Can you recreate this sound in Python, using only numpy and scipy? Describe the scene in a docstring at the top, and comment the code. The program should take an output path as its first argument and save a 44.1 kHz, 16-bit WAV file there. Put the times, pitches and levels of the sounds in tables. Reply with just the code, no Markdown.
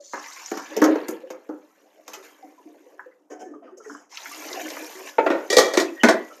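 """Water hisses and gurgles into a steel sink while cauliflower florets thud on the metal, tipped hot
from a saucepan into a colander. The water dribbles away, the pan scrapes, spray sizzles, then the empty
pan is knocked and set down hard, close by in a small kitchen. Water is a hail of tiny impacts plus
bubbles and drops; blows are decaying noise plus modes of basin and pan; scrapes are dense impacts
with brief wavering notes."""
import sys
import numpy as np
from scipy import signal
from scipy.fft import rfft, irfft
from scipy.io import wavfile
from scipy.ndimage import uniform_filter1d

SR = 44100
rng = np.random.default_rng(int(sys.argv[2]) if len(sys.argv) > 2 else 0)


def output_pcm(signal):
    """Save a mono or channel-first signal as 16-bit PCM at the path in sys.argv[1].

    Samples are clipped to [-1, 1] before scaling.
    """
    pcm = np.clip(np.atleast_2d(signal).T, -1, 1) * 32767
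    wavfile.write(sys.argv[1], SR, np.round(pcm).astype(np.int16))


N = 282240

# basin modes: f/Hz, level/dB
SINK_MODES = [(239, -17.5), (297, 4), (328, 0), (377, -5), (430, -1), (491, 6.5), (548, 5), (640, 5),
              (923, -8)]
# spectrum of water on steel: f/Hz, level/dB
WATER_SPECTRUM = [(120, -25.5), (200, -18.5), (300, 3.5), (550, 0.5), (900, -4), (2200, -2), (4000, -13),
                  (5200, -12), (6800, -7.5), (7700, -20), (10500, -23), (13300, -13.5), (15000, -33)]
WATER_EDGES_HZ = [800, 4500, 7500]  # gurgle | splash | hiss | fizz
CONTROL_S, DROP_DECAY_S = .004, .004


def gain_of(db):
    """Decibels to amplitude."""
    return 10 ** (np.asarray(db) / 20)


def unit_rms(x):
    """Scales to rms 1."""
    return x / np.sqrt(np.mean(x ** 2) + 1e-20)


def add(mix, start_s, sound):
    """Mixes a sound in at start_s."""
    part = mix[max(round(start_s * SR), 0):][:len(sound)]
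    part += sound[:len(part)]


def colour(x, spectrum, lo=1, hi=SR, ripple_db=0, size=4096, order=12):
    """Minimum-phase filter: a spectrum cut to lo-hi Hz, rippled as by many close resonances."""
    hz = np.fft.rfftfreq(size, 1 / SR) + 1
    f, db = np.transpose(spectrum)
    gain = gain_of(np.interp(np.log(hz), np.log(f), db - db.max()))
    gain /= np.sqrt((1 + (lo / hz) ** order) * (1 + (hz / hi) ** order))
    gain *= gain_of(ripple_db * unit_rms(uniform_filter1d(rng.standard_normal(len(hz)), 11)))
    cepstrum = irfft(np.log(gain + 1e-5))
    cepstrum[1:size // 2] *= 2
    cepstrum[size // 2 + 1:] = 0
    return signal.fftconvolve(x, irfft(np.exp(rfft(cepstrum)))[:size // 2])[:len(x)]


def bands(edges_hz):
    """(lo, hi) pairs that split the whole range."""
    return zip([1] + edges_hz, edges_hz + [SR])


def swell(t, start_s, length_s, t60_s, levels_db, rise_share, arch_db):
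    """Band powers of one gush or stroke: it builds, arches and dies away."""
    done = np.clip((t - start_s) / length_s, 0, 1)
    db = np.c_[levels_db] - np.c_[arch_db] * (2 * done - 1) ** 2
    db -= 60 * np.maximum(t - start_s - length_s, 0) / t60_s
    return (np.minimum(done / np.c_[rise_share], 1) * gain_of(db)) ** 2


def water_levels():
    """Gushes over a trickle, as rows of t/s and four band levels/dB."""
    # gushes: t/s, length/s, t60/s, gurgle/dB, splash/dB, hiss/dB, fizz/dB
    gushes = [(0.0, 0.24, 0.5, -67, -69, -46, -67), (0.115, 0.57, 0.58, -59, -43.5, -43, -55.5),
              (0.64, 0.42, 1, -24.5, -40, -69, -58.5), (1.081, 0.009, 0.2, -32, -36, -50, -33.5),
              (2.061, 0.15, 0.44, -54, -52, -54.5, -58), (2.225, 0.046, 0.54, -44.5, -44, -55, -53.5),
              (4.091, 0.99, 0.39, -36, -38.5, -43, -45.5), (5.052, 0.055, 0.1, -42.5, -39.5, -44, -50)]
    # colander draining: t/s, level/dB
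    trickle = [(0.1, -79), (1.2, -61.5), (2.0, -60), (2.45, -57.5), (2.95, -60), (3.25, -74), (4.05, -84),
               (5.3, -45), (6.4, -49)]
    ref_db, bands_at_ref_db, db_per_db = -65, [-59, -70.5, -76.5, -77.5], [.55, 1.022, 1.03, 1.05]
    rise_share, arch_db = [.49, .058, .027, .22], [15.2, 7.3, 4.6, 4.8]
    t = np.arange(0, N / SR, CONTROL_S)
    trickle_db = np.interp(t, *np.transpose(trickle)) - ref_db
    power = gain_of(np.c_[bands_at_ref_db] + np.c_[db_per_db] * trickle_db) ** 2
    for s, length_s, t60_s, *levels_db in gushes:
        power += swell(t, s, length_s, t60_s, levels_db, rise_share, arch_db)
    return np.column_stack([t, *10 * np.log10(power)])


def hail(curve, spectrum, edges_hz, per_s, spread_db, wash, tail_s, patchy_db, ripple_db):
    """Tiny impacts with noisy tails over an even wash; the resonances they stir keep shifting."""
    s, *levels_db = np.transpose(curve)
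    t, out = np.arange(N) / SR, np.zeros(N)
    for db, patch_db, (lo, hi) in zip(levels_db, patchy_db, bands(edges_hz)):
        hits = gain_of(spread_db * np.minimum(rng.exponential(1, N), 4.5)) * (rng.random(N) < per_s / SR)
        tails = np.sqrt(signal.lfilter([1], [1, -np.exp(-2 / (tail_s * SR))], hits ** 2))
        drive = .5 * unit_rms(hits * rng.choice([-1, 1], N))
        drive += (unit_rms(tails) + wash) * rng.standard_normal(N)
        frames = signal.stft(drive, nperseg=512)[2]
        patches = uniform_filter1d(rng.standard_normal(frames.shape), 5, axis=0)
        patches = unit_rms(uniform_filter1d(patches, 6, axis=1))
        drive = signal.istft(frames * gain_of(patch_db * patches))[1][:N]
        out += gain_of(np.interp(t, s, db)) * unit_rms(colour(drive, spectrum, lo, hi, ripple_db))
    return out * np.interp(t, [s[0] - .02, s[0], s[-1], s[-1] + .03], [0, 1, 1, 0])


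def water(curve):
    """Droplets pelt the steel, each size in its own band; fine spray is the most even."""
    return gain_of(-3.14) * hail(curve, WATER_SPECTRUM, WATER_EDGES_HZ, per_s=1100, spread_db=4,
                                 wash=.5, tail_s=.004, patchy_db=[5, 4, 3, 2], ripple_db=2)


def bubbles(curve, per_s=26, level_db=-4.5, decay_cycles=21.3, count=280):
    """Bubbles pop with a short rising note; level follows the water in their band."""
    s, *levels_db = np.transpose(curve)
    out, t, at_s = np.zeros(N), np.arange(SR // 16) / SR, 0
    for wait, pitch, size in rng.random((count, 3)):
        at_s += 2 * wait / per_s
        hz = 350 * 7 ** pitch
        water_db = np.interp(at_s, s, levels_db[np.searchsorted(WATER_EDGES_HZ, hz)])
        age = t * hz / decay_cycles
        note = np.exp(-age) * np.sin(2 * np.pi * hz * t * (1 + .013 * age))
        add(out, at_s, gain_of(water_db + level_db + 9.9 * size ** 2) * note)
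    return out


def plops(swell_s=.0082, bend=.1, linger_s=.03):
    """Soft florets and drops swell one resonance; the wet smear around it grows with pitch."""
    # soft landings: t/s, level/dB, f/Hz
    landings = [(0.0, -49, 557), (1.121, -37, 470), (1.234, -40.5, 504), (1.344, -46, 505),
                (1.53, -48, 514), (2.169, -49, 382), (2.426, -47.5, 734), (2.44, -50, 283),
                (2.578, -56, 950), (2.655, -45.5, 295), (2.859, -52.5, 483), (3.059, -47, 486),
                (3.111, -67.5, 1910), (3.46, -40.5, 336), (3.509, -45, 293), (3.535, -53, 1166),
                (3.62, -51, 650), (3.675, -56, 1170), (3.721, -46.5, 356), (3.795, -52, 417),
                (3.8, -56, 1290), (3.845, -56.5, 1830), (3.859, -42, 412)]
    out, t = np.zeros(N), np.arange(SR // 6) / SR
    for s, db, hz in landings:
        age = t / swell_s
        hump = age * np.exp(1 - age) + .25 * np.tanh(age) * np.exp(-t / linger_s)
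        tone = np.sin(2 * np.pi * np.cumsum(hz * (1 + bend * (hump - .5))) / SR)
        smear = unit_rms(colour(rng.standard_normal(len(t)), WATER_SPECTRUM, hz * .66, hz * .99))
        add(out, s, gain_of(db) * hump * (2.21 * tone + .6 * hz / 800 * smear))
    return out


def spit(lo_hz, hi_hz, tail_db=-9, t60_s=.12):
    """One drop on steel: a tick and a short wet tail."""
    t = np.arange(SR // 8) / SR
    fall = np.exp(-t / DROP_DECAY_S) + gain_of(tail_db - 60 * t / t60_s)
    band = signal.butter(4, [lo_hz, min(hi_hz, SR / 2 - 10)], "bandpass", fs=SR, output="sos")
    return signal.sosfilt(band, fall * unit_rms(signal.sosfilt(band, rng.standard_normal(len(t)))))


def drops(curve, per_band_per_s=7, level_db=-6, spread_db=11):
    """Large drops spit on bare steel; small ones tick at a level that follows the water."""
    # large drops: t/s, level/dB, low f/Hz, high f/Hz
    large_drops = [(0.46, -34.5, 5170, 7100), (2.993, -31, 790, 1880), (3.896, -31, 856, 1720),
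                   (3.947, -33.5, 1000, 1760), (4.172, -31.5, 1710, 6240), (4.256, -30, 1280, 2360),
                   (4.316, -43, 5060, 14100), (4.488, -39, 1000, 6050), (4.529, -29.5, 3120, 7000),
                   (4.703, -32, 1510, 7560), (4.768, -27, 338, 2230)]
    s, *levels_db = np.transpose(curve)
    out = np.zeros(N)
    for at_s, db, lo, hi in large_drops:
        add(out, at_s, gain_of(db) * spit(lo, hi))
    for hz in np.geomspace(1800, 13000, 12):
        tick = spit(hz * .75, hz * 1.3)
        tick *= np.exp(-np.arange(len(tick)) / SR / DROP_DECAY_S)
        for when, size in rng.random((int(per_band_per_s * N / SR), 2)):
            at_s = when * N / SR
            water_db = np.interp(at_s, s, levels_db[np.searchsorted(WATER_EDGES_HZ, hz)])
            add(out, at_s, gain_of(water_db + level_db + spread_db * size ** 2) * tick)
    return out


def ring(modes, t, t60_s, scatter_db=0, detune=0, beat_hz=14):
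    """Decaying modes in beating pairs; each blow lands elsewhere, scattering level and pitch."""
    hz, db = np.transpose(modes)[:, :, None]
    size = gain_of(db + scatter_db * rng.standard_normal(db.shape)) * rng.choice([-1, 1], db.shape)
    hz = hz * (1 + detune * rng.standard_normal(db.shape))
    twin_hz = hz + beat_hz * rng.standard_normal(db.shape)
    pairs = np.sin(2 * np.pi * hz * t) + .5 * np.sin(2 * np.pi * twin_hz * t)
    contact = 1 - np.exp(-(t / .0012) ** 2)
    return (size * pairs).sum(0) * contact * gain_of(-60 * t / t60_s) / np.sqrt((size ** 2).sum())


def sheet(t, levels_db, edges_hz, t60_s, spectrum, crack_db, crack_s, t60_scales, rattle):
    """Struck sheet metal: a crack, then dense modes as rattling noise that decays band by band."""
    out = np.zeros(len(t))
    for db, (lo, hi), scale in zip(levels_db, bands(edges_hz), t60_scales):
        fall = gain_of(-60 * t / (t60_s * scale)) + gain_of(crack_db) * np.exp(-t / crack_s)
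        chatter = np.exp(rattle * unit_rms(uniform_filter1d(rng.standard_normal(len(t)), 150)))
        part = colour(rng.standard_normal(len(t)) * fall * chatter, spectrum, lo, hi, ripple_db=3.2)
        out += gain_of(db) * part / np.sqrt((part ** 2).sum() / (SR * .017))
    return out


def sink_thuds(t60_s=.24, push_s=.032, thud_top_hz=800, splash_top_hz=7500, fizz_db=-8.5):
    """Florets, and a few later heavy drops, drum on sink and colander: a short heavy push, then a quieter ring."""
    # landings: t/s, thud/dB, clack/dB, splash/dB, main resonance/Hz, top of clack/Hz
    landings = [(0.134, -37.5, -29, -51, 958, 2110), (0.515, -30.5, -32.5, -42, 337.5, 2010),
                (0.572, -42.5, -32.5, -41.5, 284, 2200), (0.765, -25, -43, -33.5, 450, 2470),
                (0.817, -16.5, -17, -31.5, 302, 2030), (0.840, -27, -28, -28.5, 396, 2340),
                (0.955, -27.5, -33, -51, 410.4, 2400), (1.086, -32, -38.5, -46.5, 329, 2970),
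                (1.303, -38.5, -42, -46.5, 522, 2480), (1.491, -36, -41, -62.5, 303.4, 1557),
                (2.079, -50, -43, -43, 498, 2400), (2.134, -54, -41, -38.5, 659, 2540)]
    # landing spectrum: f/Hz, level/dB
    spectrum = [(190, -15), (300, -2), (420, -0.5), (720, -11), (1550, -15.5), (2100, -21.5), (4000, -33.5),
                (6500, -21.5), (8000, -37.5), (10500, -45), (13000, -27.5), (15000, -49)]
    out, t = np.zeros(N), np.arange(SR // 2) / SR
    push = .22 + np.exp(-(t / push_s) ** 2)
    for s, thud_db, clack_db, splash_db, hz, top_hz in landings:
        levels_db = [thud_db, clack_db, splash_db, splash_db + fizz_db]
        blow = sheet(t, levels_db, [thud_top_hz, top_hz, splash_top_hz], t60_s, spectrum,
                     crack_db=0, crack_s=.009, t60_scales=[.96, 1.4, .56, .44], rattle=.26)
        basin = gain_of(thud_db - .5) * ring(SINK_MODES, t, t60_s, scatter_db=2, detune=.0042)
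        tone_db = (thud_db if hz < thud_top_hz else clack_db - 7) + 3.5
        tone = gain_of(tone_db) * ring([(hz, 0)], t, t60_s, beat_hz=6.2)
        add(out, s, blow + (basin + tone) * push)
    return out


def pan_squeaks(wavers=4, roughness=.52):
    """Steel rubbing on steel sustains one unsteady note; the shorter, the raspier."""
    # notes: t/s, length/s, level/dB, f/Hz
    notes = [(3.297, 0.18, -44, 736), (3.43, 0.1, -62, 1750), (3.886, 0.076, -41.5, 288.5),
             (5.811, .11, -28, 333.2), (5.874, 0.025, -44, 2600), (5.961, 0.083, -39, 1884),
             (5.996, 0.035, -37, 3000), (6.093, 0.23, -47, 1950), (6.298, 0.043, -46, 1315)]
    out = np.zeros(N)
    for s, length_s, db, hz in notes:
        t = np.arange(0, length_s, 1 / SR)
        smoothing = signal.butter(2, wavers / length_s, fs=SR, output="sos")
        slip = signal.sosfilt(smoothing, rng.standard_normal((2, SR // 2)))[:, -len(t):]
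        waver = 1 + roughness * (unit_rms(slip[0]) + 1j * unit_rms(slip[1]))
        note = (waver * np.exp(2j * np.pi * hz * t)).real
        add(out, s, gain_of(db) * unit_rms(note) * np.sin(np.pi * t / length_s))
    return out


def pan_scrapes(t60_s=.25):
    """The pan slides in short strokes, each a dense run of tiny impacts."""
    # strokes: t/s, length/s, groan/dB, rasp/dB, hiss/dB
    strokes = [(3.298, 0.047, -38, -46.5, -54), (3.391, 0.05, -36.5, -49.5, -54),
               (3.45, 0.13, -40, -65, -74.5), (3.62, 0.098, -50, -56, -95),
               (3.77, 0.021, -47.5, -65, -50.5), (3.812, 0.21, -56, -53, -53.5)]
    # rubbing spectrum: f/Hz, level/dB
    spectrum = [(205, -19.5), (300, 11.5), (560, 3), (730, -5), (900, -17), (1600, -14.5), (2100, -21.5),
                (3400, -36.5), (4200, -43.5), (5000, -31), (6800, -20.5), (8200, -44), (14000, -49)]
    t = np.arange(0, N / SR, CONTROL_S)
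    power = sum(swell(t, s, length_s, t60_s, levels_db, rise_share=[.2, .15, .12], arch_db=[7.5, 5, 8])
                for s, length_s, *levels_db in strokes)
    curve = np.column_stack([t, *10 * np.log10(power + 1e-20)])
    return hail(curve, spectrum, WATER_EDGES_HZ[:2], per_s=900, spread_db=2,
                wash=.8, tail_s=.01, patchy_db=[5, 4, 3], ripple_db=3)


def pan_knocks():
    """The pan strikes the sink: the basin booms and the pan wall rings."""
    # hits: t/s, thud/dB, clack/dB, crash/dB, main resonance/Hz, its level/dB, base t60/s
    hits = [(5.183, -15.5, -22, -54, 894, -14, 0.17), (5.263, -20.5, -23.5, -47, 655, -21, 0.092),
            (5.302, -19, -22, -43, 339, -20.5, 0.38), (5.501, -30.5, -40, -24.5, 403, -23.5, 0.34),
            (5.527, -24, -29.5, -24, 491, -24.5, 0.37), (5.568, -16.5, -43, -16, 485.7, -12, 0.26),
            (5.583, -13.5, -18, -16.5, 491, -13, 0.42), (5.736, -29, -33, -31, 544, -28, 0.4),
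            (5.772, -19, -20.5, -24, 342, -14, 0.25), (5.799, -25.5, -33, -27, 360, -35, 0.24),
            (6.034, -14, -11.5, -24.5, 239.3, -12.5, 0.28), (6.086, -17, -15, -24.5, 651.5, -13, 0.23)]
    # pan wall modes: f/Hz, level/dB
    pan_modes = [(1176, 11.5), (1732, -6), (1826, -7), (1868, 11.5), (1923, 14.5), (1996, 7.5),
                 (2074, -9.5), (2343, 8.5), (3339, 5), (3726, 1), (4044, -1), (4762, -6), (5055, -18)]
    # knock spectrum: f/Hz, level/dB
    spectrum = [(170, -15.5), (230, -16), (350, 4), (660, 2.5), (800, -5.5), (1600, -10), (2000, -7.5),
                (2900, -21), (6800, -24.5), (7800, -32), (10500, -40.5), (13200, -39.5), (15000, -55)]
    edges_hz = [800, 3600]
    out, t = np.zeros(N), np.arange(SR * 3 // 4) / SR
    push, basin_rise = .4 + 1.3 * np.exp(-(t / .02) ** 2), 1 - np.exp(-t / .002)
    for s, thud_db, clack_db, crash_db, hz, tone_db, t60_s in hits:
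        blow = gain_of(1) * sheet(t, [thud_db, clack_db, crash_db], edges_hz, t60_s, spectrum,
                                  crack_db=5.5, crack_s=.012, t60_scales=[1.15, 1.15, .85], rattle=.18)
        tone = gain_of(tone_db) * ring([(hz, 0)], t, t60_s * .8, beat_hz=5)
        basin = gain_of(thud_db - 5) * ring(SINK_MODES, t, t60_s * 1.2, scatter_db=2, detune=.002)
        wall = gain_of(crash_db - 1) * ring(pan_modes, t, t60_s, scatter_db=4, detune=.003)
        add(out, s, blow + tone * push + basin * basin_rise + wall)
    return out


def room_air(level_db=-71.5):
    """Faint steady background noise."""
    # background spectrum: f/Hz, level/dB
    spectrum = [(200, 1.5), (300, -7.5), (1100, -7), (4000, -54), (6700, -29), (8000, -27.5), (14000, -32)]
    return gain_of(level_db) * unit_rms(colour(rng.standard_normal(N), spectrum))


def kitchen(x, t60_s=.3, wet_db=-17, delay_s=.008):
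    """Adds the small room's faint, short echo."""
    t = np.arange(SR // 2) / SR
    reflections = rng.standard_normal(len(t)) * gain_of(-60 * t / t60_s) * (t > delay_s)
    tail = colour(reflections, [(200, 2.5), (2000, -4.5), (12000, -25.5)])
    return x + gain_of(wet_db) * signal.fftconvolve(x, tail / np.linalg.norm(tail))[:N]


def scene():
    """The sink, straight ahead: both channels alike."""
    curve = water_levels()
    sink = water(curve) + pan_scrapes()
    air = room_air()
    sink += bubbles(curve) + drops(curve) + pan_squeaks() + sink_thuds() + pan_knocks() + plops()
    mix = kitchen(sink) + air
    return np.array([mix, mix])


def record(dry, rumble_hz=202.6, leak_db=-27, ceiling=.92, cutoff_hz=14700):
    """Steep rumble filter with a dry leak, soft clip of the loudest knocks, band limit."""
    rumble_filter = signal.butter(8, rumble_hz, "highpass", fs=SR, output="sos")
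    lean = signal.sosfilt(rumble_filter, dry) + gain_of(leak_db) * dry
    clipped = lean / (1 + (lean / ceiling) ** 8) ** (1 / 8)
    band_limit = signal.firwin(127, cutoff_hz, window=("kaiser", 9), fs=SR)
    return signal.oaconvolve(clipped, band_limit[None], "same")


dry = scene()
out = record(dry)
output_pcm(out)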